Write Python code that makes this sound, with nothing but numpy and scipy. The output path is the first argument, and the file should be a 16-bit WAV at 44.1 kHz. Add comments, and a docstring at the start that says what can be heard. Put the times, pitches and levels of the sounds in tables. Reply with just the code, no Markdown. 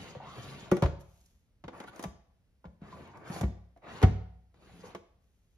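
"""A lever slides open and clunks, a capsule rattles in, the lever comes down and locks with a deep thud,
then a hand brushes the top and gives one last click: a capsule coffee machine on a stone kitchen counter.
Each contact mixes short noise bursts, a ringing plastic housing and a low thump that sets the counter humming.
Sliding is coloured noise with tiny slips in it, and the pivot's squeak is an uneven gliding tone.
Noise tails make the brief echo of the hard kitchen, over quiet room air and distant rumble."""
import sys
import numpy as np
from scipy import signal
from scipy.fft import rfft, irfft, next_fast_len
from scipy.io import wavfile
from scipy.ndimage import uniform_filter1d, map_coordinates

SR = 44100
rng = np.random.default_rng(int(sys.argv[2]) if len(sys.argv) > 2 else 0)


def digitize_waveform(pressure):
    """Quantize a signal to 16-bit integers and store it at the path in sys.argv[1].

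    Rows of a 2-D input are taken as channels; values are limited to [-1, 1].
    """
    field = np.atleast_2d(pressure).T
    bounded = np.clip(field, -1, 1)
    quanta = np.round(bounded * 32767).astype(np.int16)
    wavfile.write(sys.argv[1], SR, quanta)


N = 245637
TIME = np.arange(N) / SR  # seconds, whole scene
RING = np.arange(SR // 2) / SR  # seconds, one blow

# Resonances of the plastic housing: f/Hz, relative level/dB, time to fade by 60 dB/s
SHELL_MODES = [(305, -18, .08), (365, -10, .115), (420, -10, .09), (500, -5, .09), (562, -4, .08),
               (675, -5, .08), (745, -5, .11), (830, -7, .08), (915, -5, .08), (1010, -7, .09),
               (1148, -3, .11), (1405, -9, .09), (1490, -9, .1), (1692, -11, .1), (1790, -12, .1),
               (1900, -8, .09), (2086, -11, .09), (2245, -7, .1)]
# How different left and right are: f/Hz, level of the difference against the common part/dB
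STEREO_WIDTH = [(60, -13.5), (130, -10.5), (260, -10), (500, -9), (1000, -5.5), (2000, -3.5), (5000, 10),
                (8000, -12.5), (14000, 19)]


def amp(db):
    """Decibels to gain."""
    return 10 ** (np.asarray(db) / 20)


def unit(x):
    """Scale to an rms (average strength) of 1."""
    return x / np.sqrt(np.mean(x ** 2) + 1e-20)


def along(points, hz):
    """Read a table of (f/Hz, value) at any frequency, on a log axis."""
    f, v = np.transpose(points)
    return np.interp(np.log(hz + 1), np.log(f), v)


def filtered(x, response):
    """Multiply the spectrum of x by a response that depends on frequency."""
    n = x.shape[-1]
    padded = next_fast_len(n + 8192)
    spectrum = rfft(x, padded) * response(np.fft.rfftfreq(padded, 1 / SR))
    return irfft(spectrum, padded)[..., :n]


def resonance(f, hz, width):
    """Response of one resonance: 1 at its pitch hz, falling away on both sides; width in Hz."""
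    return 1j * f * width / (hz * hz - f * f + 1j * f * width)


def width_from_fade(t60):
    """A resonance that fades slowly is narrow: its width in Hz from its 60 dB fade in seconds."""
    return np.log(1000) / (np.pi * t60)


def spread(pair):
    """Turn two unrelated signals into left and right, as different at each frequency as the width table says."""
    def shares(hz):
        side = amp(along(STEREO_WIDTH, hz))
        return np.array([np.ones_like(side), side]) / np.hypot(1, side)
    mid, side = filtered(pair, shares)
    return np.array([mid + side, mid - side])


def coloured(pair, spectrum):
    """A stereo sound of rms 1 with the given spectrum."""
    return unit(spread(filtered(pair, lambda hz: amp(along(spectrum, hz)))))


def wobble(rate):
    """A smooth random curve with `rate` random points a second."""
    points = rng.standard_normal(int(N * rate / SR) + 4)
    return map_coordinates(points, [TIME * rate])


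def struck(attack, t60):
    """The loudness curve of a blow: a quick rise, then an even fade (both in seconds)."""
    return (1 - np.exp(-RING / attack)) * amp(-60 * RING / t60)


def add(track, s, sound):
    """Mix a sound into the track at s seconds."""
    part = track[..., max(round(s * SR), 0):][..., :sound.shape[-1]]
    part += sound[..., :part.shape[-1]]


def contacts():
    """A contact snaps, clacks, rings the housing and thumps the body, which shakes the counter."""
    # Spectra of the dull clack and the bright snap: f/Hz, level per Hz/dB
    clack_colour = [(120, -17.5), (300, 10.5), (800, 4), (1200, 0.5), (1700, -5), (2200, -5), (2600, -8.5),
                    (4000, -14.5), (6500, -25), (9000, -35.5), (16000, -41.5)]
    snap_colour = [(1000, -21.5), (3000, -11), (6000, 3.5), (8500, -3.5), (11000, -2.5), (13500, -10.5),
                   (16000, -9.5)]
    plastic, clacks, thumps = np.zeros((2, N)), np.zeros((2, N)), np.zeros(N)
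    for s, thump_hz, thump_db, knock_hz, knock_db, clack_db, snap_db in blows():
        snap = coloured(rng.standard_normal((2, len(RING))), snap_colour) * struck(.0004, .04)
        clack = coloured(rng.standard_normal((2, len(RING))), clack_colour) * struck(.0007, .064)
        knock = shell_ring(knock_hz, reach=0.062, scatter_db=4.5, detune=0.0073)
        thump = struck(0.0017, 0.067) * np.sin(2 * np.pi * thump_hz * RING)
        add(plastic, s, amp(snap_db - 3) * snap)
        add(clacks, s, amp(clack_db - 3) * clack)
        add(plastic, s + .001, amp(knock_db - 2.5) * knock)
        # The heavy body answers later than the thin plastic.
        add(thumps, s + 0.0023, amp(thump_db + 6.5) * thump)
    return plastic + housing(clacks, panel_db=-1, shell_db=-0.5) + thumps + counter(thumps)


def blows():
    """Share out each contact's strength: (s, thump Hz, thump dB, knock Hz, knock dB, clack dB, snap dB).

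    These levels are relative; contacts() trims each kind of sound once more."""
    # Hard plastic edges click together: t/s, strength/dB, snap over the strength/dB, knock f/Hz
    clicks = [ (0.7139, -23.5, -12.5, 1405), (0.767, -30.5, -13.5, 748.5), (.822, -22, -16, 371),
              (.834, -23, -28.5, 1390), (.858, -28.5, -24.5, 420), (1.211, -74, 11.5, 750),
              (1.2594, -88, 30, 750), (1.639, -39, -45, 493), (1.680, -34, -31, 503),
              (1.801, -34.5, -15, 550), (1.838, -41, -21, 1080), (1.960, -52, 1.5, 1495),
              (1.9935, -36, -8, 1010), (2.026, -39, 0, 1156), (2.038, -30, -10, 1148),
              (2.653, -48, -42, 565), (3.074, -68, 4, 750), (3.1718, -63.5, 4, 670),
              (3.362, -33.5, -15.5, 733), (3.4102, -30.5, -6, 765), (3.773, -59, -12, 2250),
              (4.016, -30.5, -20, 1130), (4.027, -20.5, -16.5, 2090), (4.033, -20.5, -33.5, 675),
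              (4.542, -58.5, -15, 720), (4.9485, -33, -18.5, 1060)]
    # Blunt knocks that mostly ring the housing: t/s, strength/dB, knock f/Hz
    knocks = [(.150, -33.5, 524), (.199, -43, 830), (0.359, -49.5, 407), (.844, -26, 683),
              (1.732, -43.5, 970), (1.876, -38.5, 1493), (2.041, -33.5, 985), (2.642, -41.5, 950),
              (2.925, -38, 1040), (3.762, -47.5, 666), (4.837, -36.5, 438)]
    # The mechanism seats and the whole machine takes the load:
    # t/s, strength/dB, thump f/Hz, knock f/Hz, knock over the strength/dB, rocking over the strength/dB
    thuds = [(0.162, -41.5, 135, 498, -9.5, -18.5), (0.7171, -18.5, 192, 363, 9, -28),
             (.823, -18, 150, 365, -6, 1.5), (1.641, -42, 160, 426, -2, -4.5),
             (2.052, -34.5, 175, 420, -11, -5), (2.651, -44, 172.6, 550, 1, 0),
             (2.816, -41, 192, 562, -12, -10.5), (3.298, -33, 179, 425, -16, -23),
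             (3.411, -28, 140.1, 790, -12, -24.5), (3.43, -25, 200, 414, -2.5, -18.5),
             (3.436, -21.5, 68.6, 374.6, -21.5, -10), (4.0329, -9, 88.7, 745, -11, -10),
             (4.038, -19, 180.2, 365, -2.5, -20.5)]
    body_hz = 200  # the body's own note under a click or a knock
    rock_hz, rock_delay_s = 65.4, .016  # the machine rocks back on its rubber feet
    for s, db, snap_db, knock_hz in clicks:
        yield s, body_hz, db - 14.5, knock_hz, db - 7.5, db, db + snap_db
    for s, db, knock_hz in knocks:
        yield s, body_hz, db - 21, knock_hz, db, db - 14.5, db - 36
    for s, db, thump_hz, knock_hz, knock_db, rocking_db in thuds:
        yield s, thump_hz, db, knock_hz, db + knock_db, db - 14.5, db - 39
        rock_db = db + rocking_db
        yield s + rock_delay_s, rock_hz, rock_db, knock_hz, rock_db - 20, rock_db - 30.5, rock_db - 49


def shell_ring(knock_hz, reach, scatter_db, detune):
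    """The struck spot favours the housing's resonances around one pitch; reach is in octaves."""
    ring = 0
    for hz, db, t60 in SHELL_MODES:
        level, shift, skew = rng.standard_normal(3)
        favour = 1 / np.hypot(1, np.log2(hz / knock_hz) / reach)
        # Left and right get opposite shifts of phase.
        apart = np.array([[1], [-1]]) * skew * amp(along(STEREO_WIDTH, hz))
        phase = 2 * np.pi * (hz * (1 + detune * shift) * RING + rng.random()) + apart
        gain = favour * amp(db + scatter_db * level)
        ring = ring + gain * struck(0.00025, t60) * np.sin(phase)
    return ring / np.abs(ring).max()


def housing(x, panel_db, shell_db):
    """Whatever scrapes or clacks is coloured by the housing's resonances."""
    # Thin panels: f/Hz, width/Hz, relative level/dB
    thin_panels = [(3105, 46, -3.5), (3560, 49, -7), (3790, 74, -2.5), (5600, 19, -9.5), (6840, 200, -6.5),
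                   (6750, 690, -4)]

    def response(f):
        total = 1
        for hz, width, db in thin_panels:
            total = total + amp(panel_db + db) * resonance(f, hz, width)
        for hz, db, t60 in SHELL_MODES:
            total = total + amp(shell_db + db) * resonance(f, hz, width_from_fade(t60))
        return total
    return filtered(x, response)


def counter(thumps):
    """The worktop and its cupboard go on humming after a thump."""
    # Lingering low resonances: f/Hz, relative level/dB, time to fade by 60 dB/s
    low_modes = [(62.6, -25, 1), (74, -25.5, 0.3), (97.4, -18, 0.5), (135.3, -21, 0.4), (174.4, -23, 0.8)]

    def response(f):
        total = 0
        for hz, db, t60 in low_modes:
            total = total + amp(db + 19) * resonance(f, hz, width_from_fade(t60))
        return total
    return filtered(thumps, response)


def sliding():
    """Lever, carriage, capsule and hand rub along the plastic, from low drag to bright hiss."""
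    # Spectra of sliding, from dull to bright: f/Hz, level per Hz/dB
    drag_colour = [(40, -8.5), (80, -4.5), (130, -1.5), (200, -2), (290, -11.5), (450, -10.5), (900, -54)]
    rub_colour = [(190, -27.5), (330, 0), (450, -3), (620, 2), (850, -2), (1100, -0.5), (1400, -4),
                  (1800, -6.5), (2400, -10.5), (3500, -31.5), (6000, -49)]
    scrape_colour = [(1300, -11.5), (2200, 0.5), (2700, 4.5), (3300, 1.5), (4300, -1.5), (5200, -15.5),
                     (8000, -29.5)]
    rasp_colour = [(3000, -23.5), (4600, 2), (5500, -3.5), (7000, -1.5), (8000, -12), (10000, -25)]
    hiss_colour = [(4000, -23), (7500, -12.5), (10000, 6), (12000, -1.5), (13500, -10.5), (16000, -16.5)]
    drag, rub, scrape, hiss = stroke_layers()
    rasp = np.sqrt(scrape * hiss)  # middling roughness follows both the coarse and the fine
    rubbing = amp(-4) * rub * friction(rub_colour, grain_rate=390, grain_share=0.16, flutter_db=0.97)
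    scraping = amp(-3) * scrape * friction(scrape_colour, grain_rate=1500, grain_share=0.43, flutter_db=1.2)
    rasping = rasp * friction(rasp_colour, grain_rate=680, grain_share=0.11, flutter_db=3.7)
    dragging = drag * friction(drag_colour, grain_rate=240, grain_share=0.38, flutter_db=2)
    hissing = amp(2) * hiss * friction(hiss_colour, grain_rate=870, grain_share=0.23, flutter_db=0.55)
    plastic = wandering(rubbing + scraping + rasping, depth_db=2.5)
    return housing(plastic, panel_db=-5, shell_db=2) + dragging + hissing


def stroke_layers():
    """Gains of drag, rub, scrape and hiss over time; each grows with speed at its own rate, hiss the most."""
    # Sliding strokes, in order: the lever rises, the carriage drags back, the capsule slides in,
    # the lever comes down, the hand moves on top. Levels are relative. Columns:
    # start t/s, length/s, time to full speed/s, swell/dB, level/dB, then drag, scrape, hiss over it/dB
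    sliding_strokes = [(-.18, 0.45, 0.18, 26, -51.5, 1.5, -1, -18.5),
                       (.235, 0.53, 0.24, 18, -52.5, 2.5, -1, -17.5),
                       (.35, 0.075, 0.036, 38, -63, 13, -22, -27),
                       (1.74, 0.11, 0.045, 6.2, -49.5, -12, -21, -26.5),
                       (1.873, 0.023, 0.012, 6.2, -56.5, 3.5, -3, -11.5),
                       (1.934, 0.083, 0.0607, 8, -51.5, -7.5, -14.5, -22),
                       (2.831, 0.33, 0.14, 16, -54, 1, -10.5, -25.5),
                       (3.156, 0.071, 0.048, 6.6, -55, 0, -22.5, -34.5),
                       (3.257, 0.14, 0.11, 21, -44.5, -2.5, -9, -15),
                       (3.84, 0.27, .125, 26, -46.5, -4, -8.5, -28),
                       (4.559, 0.036, 0.026, 1.4, -71.5, 5, -5, -23),
                       (4.623, .185, 0.22, 7.9, -62, 5, -4, -15),
                       (4.834, 0.107, 0.037, 5.6, -55, -0.5, -7, -18.5)]
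    # dB that drag, rub, scrape and hiss gain for each dB of speed
    grows = np.array([[.45], [0.17], [0.41], [1]])
    total = 0
    for start, length, to_full, swell_db, db, drag_db, scrape_db, hiss_db in sliding_strokes:
        gate, speed_db = stroke(start, length, to_full, swell_db)
        layer_db = db + np.array([[drag_db], [0], [scrape_db], [hiss_db]])
        total = total + gate * amp(layer_db + grows * speed_db)
    return total


def stroke(start, length, to_full, swell_db):
    """A stroke grips, gathers speed and slackens: its gate, and its speed in dB below the fastest moment."""
    grip_s, run_out_s = .04, 0.043  # it sets in before the start and dies away after the end
    corners = [start - grip_s, start, start + length, start + length + run_out_s]
    gate = np.interp(TIME, corners, [0, 1, 1, 0])
    return gate ** 2, -abs(swell_db) * ((TIME - start) / to_full - 1) ** 2


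def friction(spectrum, grain_rate, grain_share, flutter_db):
    """Tiny slips of uneven size (grain_rate a second) over a smooth rub; the pressure flutters."""
    slips = (rng.random(N) < grain_rate / SR) * rng.standard_normal((2, N))
    smooth = rng.standard_normal((2, N))
    force = np.sqrt(grain_share) * unit(slips) + np.sqrt(1 - grain_share) * smooth
    return unit(coloured(force, spectrum) * amp(flutter_db * wobble(rate=49)))


def wandering(x, depth_db):
    """As the rubbing spot moves, parts of the spectrum come and go."""
    z = signal.stft(x, nperseg=1024)[2]
    # Random levels, smoothed over neighbouring frequencies and then over time
    field = uniform_filter1d(rng.standard_normal(z.shape[1:]), size=4, axis=0)
    field = uniform_filter1d(field, size=5, axis=1)
    return signal.istft(z * amp(depth_db * unit(field)), nperseg=1024)[1][:, :N]


def squeak():
    """The rough pivot sticks and slips unevenly, faster as the lever rises: a wobbling tone that climbs."""
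    # Path of the squeak: t/s, f/Hz, level/dB
    squeak_path = [(0.189, 753, -78), (0.204, 791, -47), (.24, 887, -57.5), (.28, 1090, -50.5),
                   (.33, 1176, -57.5), (0.448, 1296, -60), (.55, 1304, -80.5)]
    s, hz, db = np.transpose(squeak_path)
    phase = 2 * np.pi * np.cumsum(np.interp(TIME, s, hz)) / SR
    tone = unit(wobble(rate=380) * np.sin(phase) + wobble(rate=380) * np.cos(phase))
    return tone * amp(np.interp(TIME, s, db, left=-150, right=-150))


def fingers():
    """Fingertips brush lightly: grainy noise that swells with their speed."""
    # Light brushing: start t/s, length/s, time to full speed/s, swell/dB, level/dB
    brushes = [(0.993, .024, 0.019, 17, -63.5), (1.049, 0.45, 0.13, 4, -73.5), (5.225, 0.33, 0.062, 0, -87)]
    # Spectrum of brushing: f/Hz, level per Hz/dB
    brush_colour = [(1200, -7), (3000, 0), (5000, -3), (6500, 4), (8500, -7), (11500, 0.5), (14000, -9),
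                    (16000, -14)]
    touch = 0
    for start, length, to_full, swell_db, db in brushes:
        gate, speed_db = stroke(start, length, to_full, swell_db)
        touch = touch + gate * amp(db + speed_db)
    return touch * friction(brush_colour, grain_rate=330, grain_share=0.28, flutter_db=0)


def kitchen(x, delay=.006, build=0.0027):
    """Hard walls answer with a fading noise tail, a fresh one for each third of a second (times in s)."""
    # How long the echo lasts: f/Hz, time to fade by 60 dB/s
    fade_times = [(80, 0.74), (250, 0.21), (700, 0.64), (2000, 0.55), (5000, 0.53), (8000, 0.28),
                  (14000, .2)]
    # How loud the echo is: f/Hz, level/dB
    echo_levels = [(50, -19.5), (150, -9.5), (400, -6.5), (1000, -13), (3000, -11), (7000, -7.5),
                   (14000, -15.5)]
    wet = np.zeros((2, N))
    size = SR // 3
    for start in range(0, N, size):
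        hz, t, z = signal.stft(rng.standard_normal((2, SR)), SR, nperseg=256)
        decay = amp(-60 * t / along(fade_times, hz)[:, None]) * (1 - np.exp(-t / build))
        # Give every frequency its level, however long it lasts.
        decay *= amp(along(echo_levels, hz))[:, None] / np.sqrt(SR * np.mean(decay ** 2, axis=1, keepdims=True))
        tail = spread(signal.istft(z * decay, SR, nperseg=256)[1])
        echo = signal.fftconvolve(x[:, start:start + size], tail, axes=1)
        add(wet, start / SR + delay, echo)
    return wet


def room_air():
    """Room air and distant rumble: steady noise, strongest in the bass."""
    # Spectrum of the background: f/Hz, level per Hz/dB
    air_colour = [(22, 10.5), (35, 12.5), (59, 4.5), (110, -4), (160, -12.5), (200, -9.5), (320, -20.5),
                  (430, -20.5), (1000, -31), (2000, -32), (6000, -38.5), (11000, -41), (15500, -46.5)]
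    return amp(-61.5) * coloured(rng.standard_normal((2, N)), air_colour)


def scene():
    """The machine, its echo and the quiet room."""
    machine = contacts() + sliding() + squeak() + fingers()
    balance = amp([[.3], [-.3]])  # slightly louder on the left
    return (machine + kitchen(machine)) * balance + room_air()


def record(dry, low_cut_hz=50):
    """Sound reaches the right just before the left; the recorder drops deep rumble and the highest treble."""
    lag_s, top_hz = 2.7 / SR, 15900
    low_cut = signal.butter(4, low_cut_hz, "high", fs=SR, output="sos")
    heard = signal.sosfilt(low_cut, dry)

    def response(hz):
        # Half the lag delays the left, the other half advances the right.
        shift = np.exp(1j * np.pi * hz * lag_s * np.array([[-1], [1]]))
        return shift * (hz < top_hz)
    return filtered(heard, response)


dry = scene()
out = record(dry)
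digitize_waveform(out)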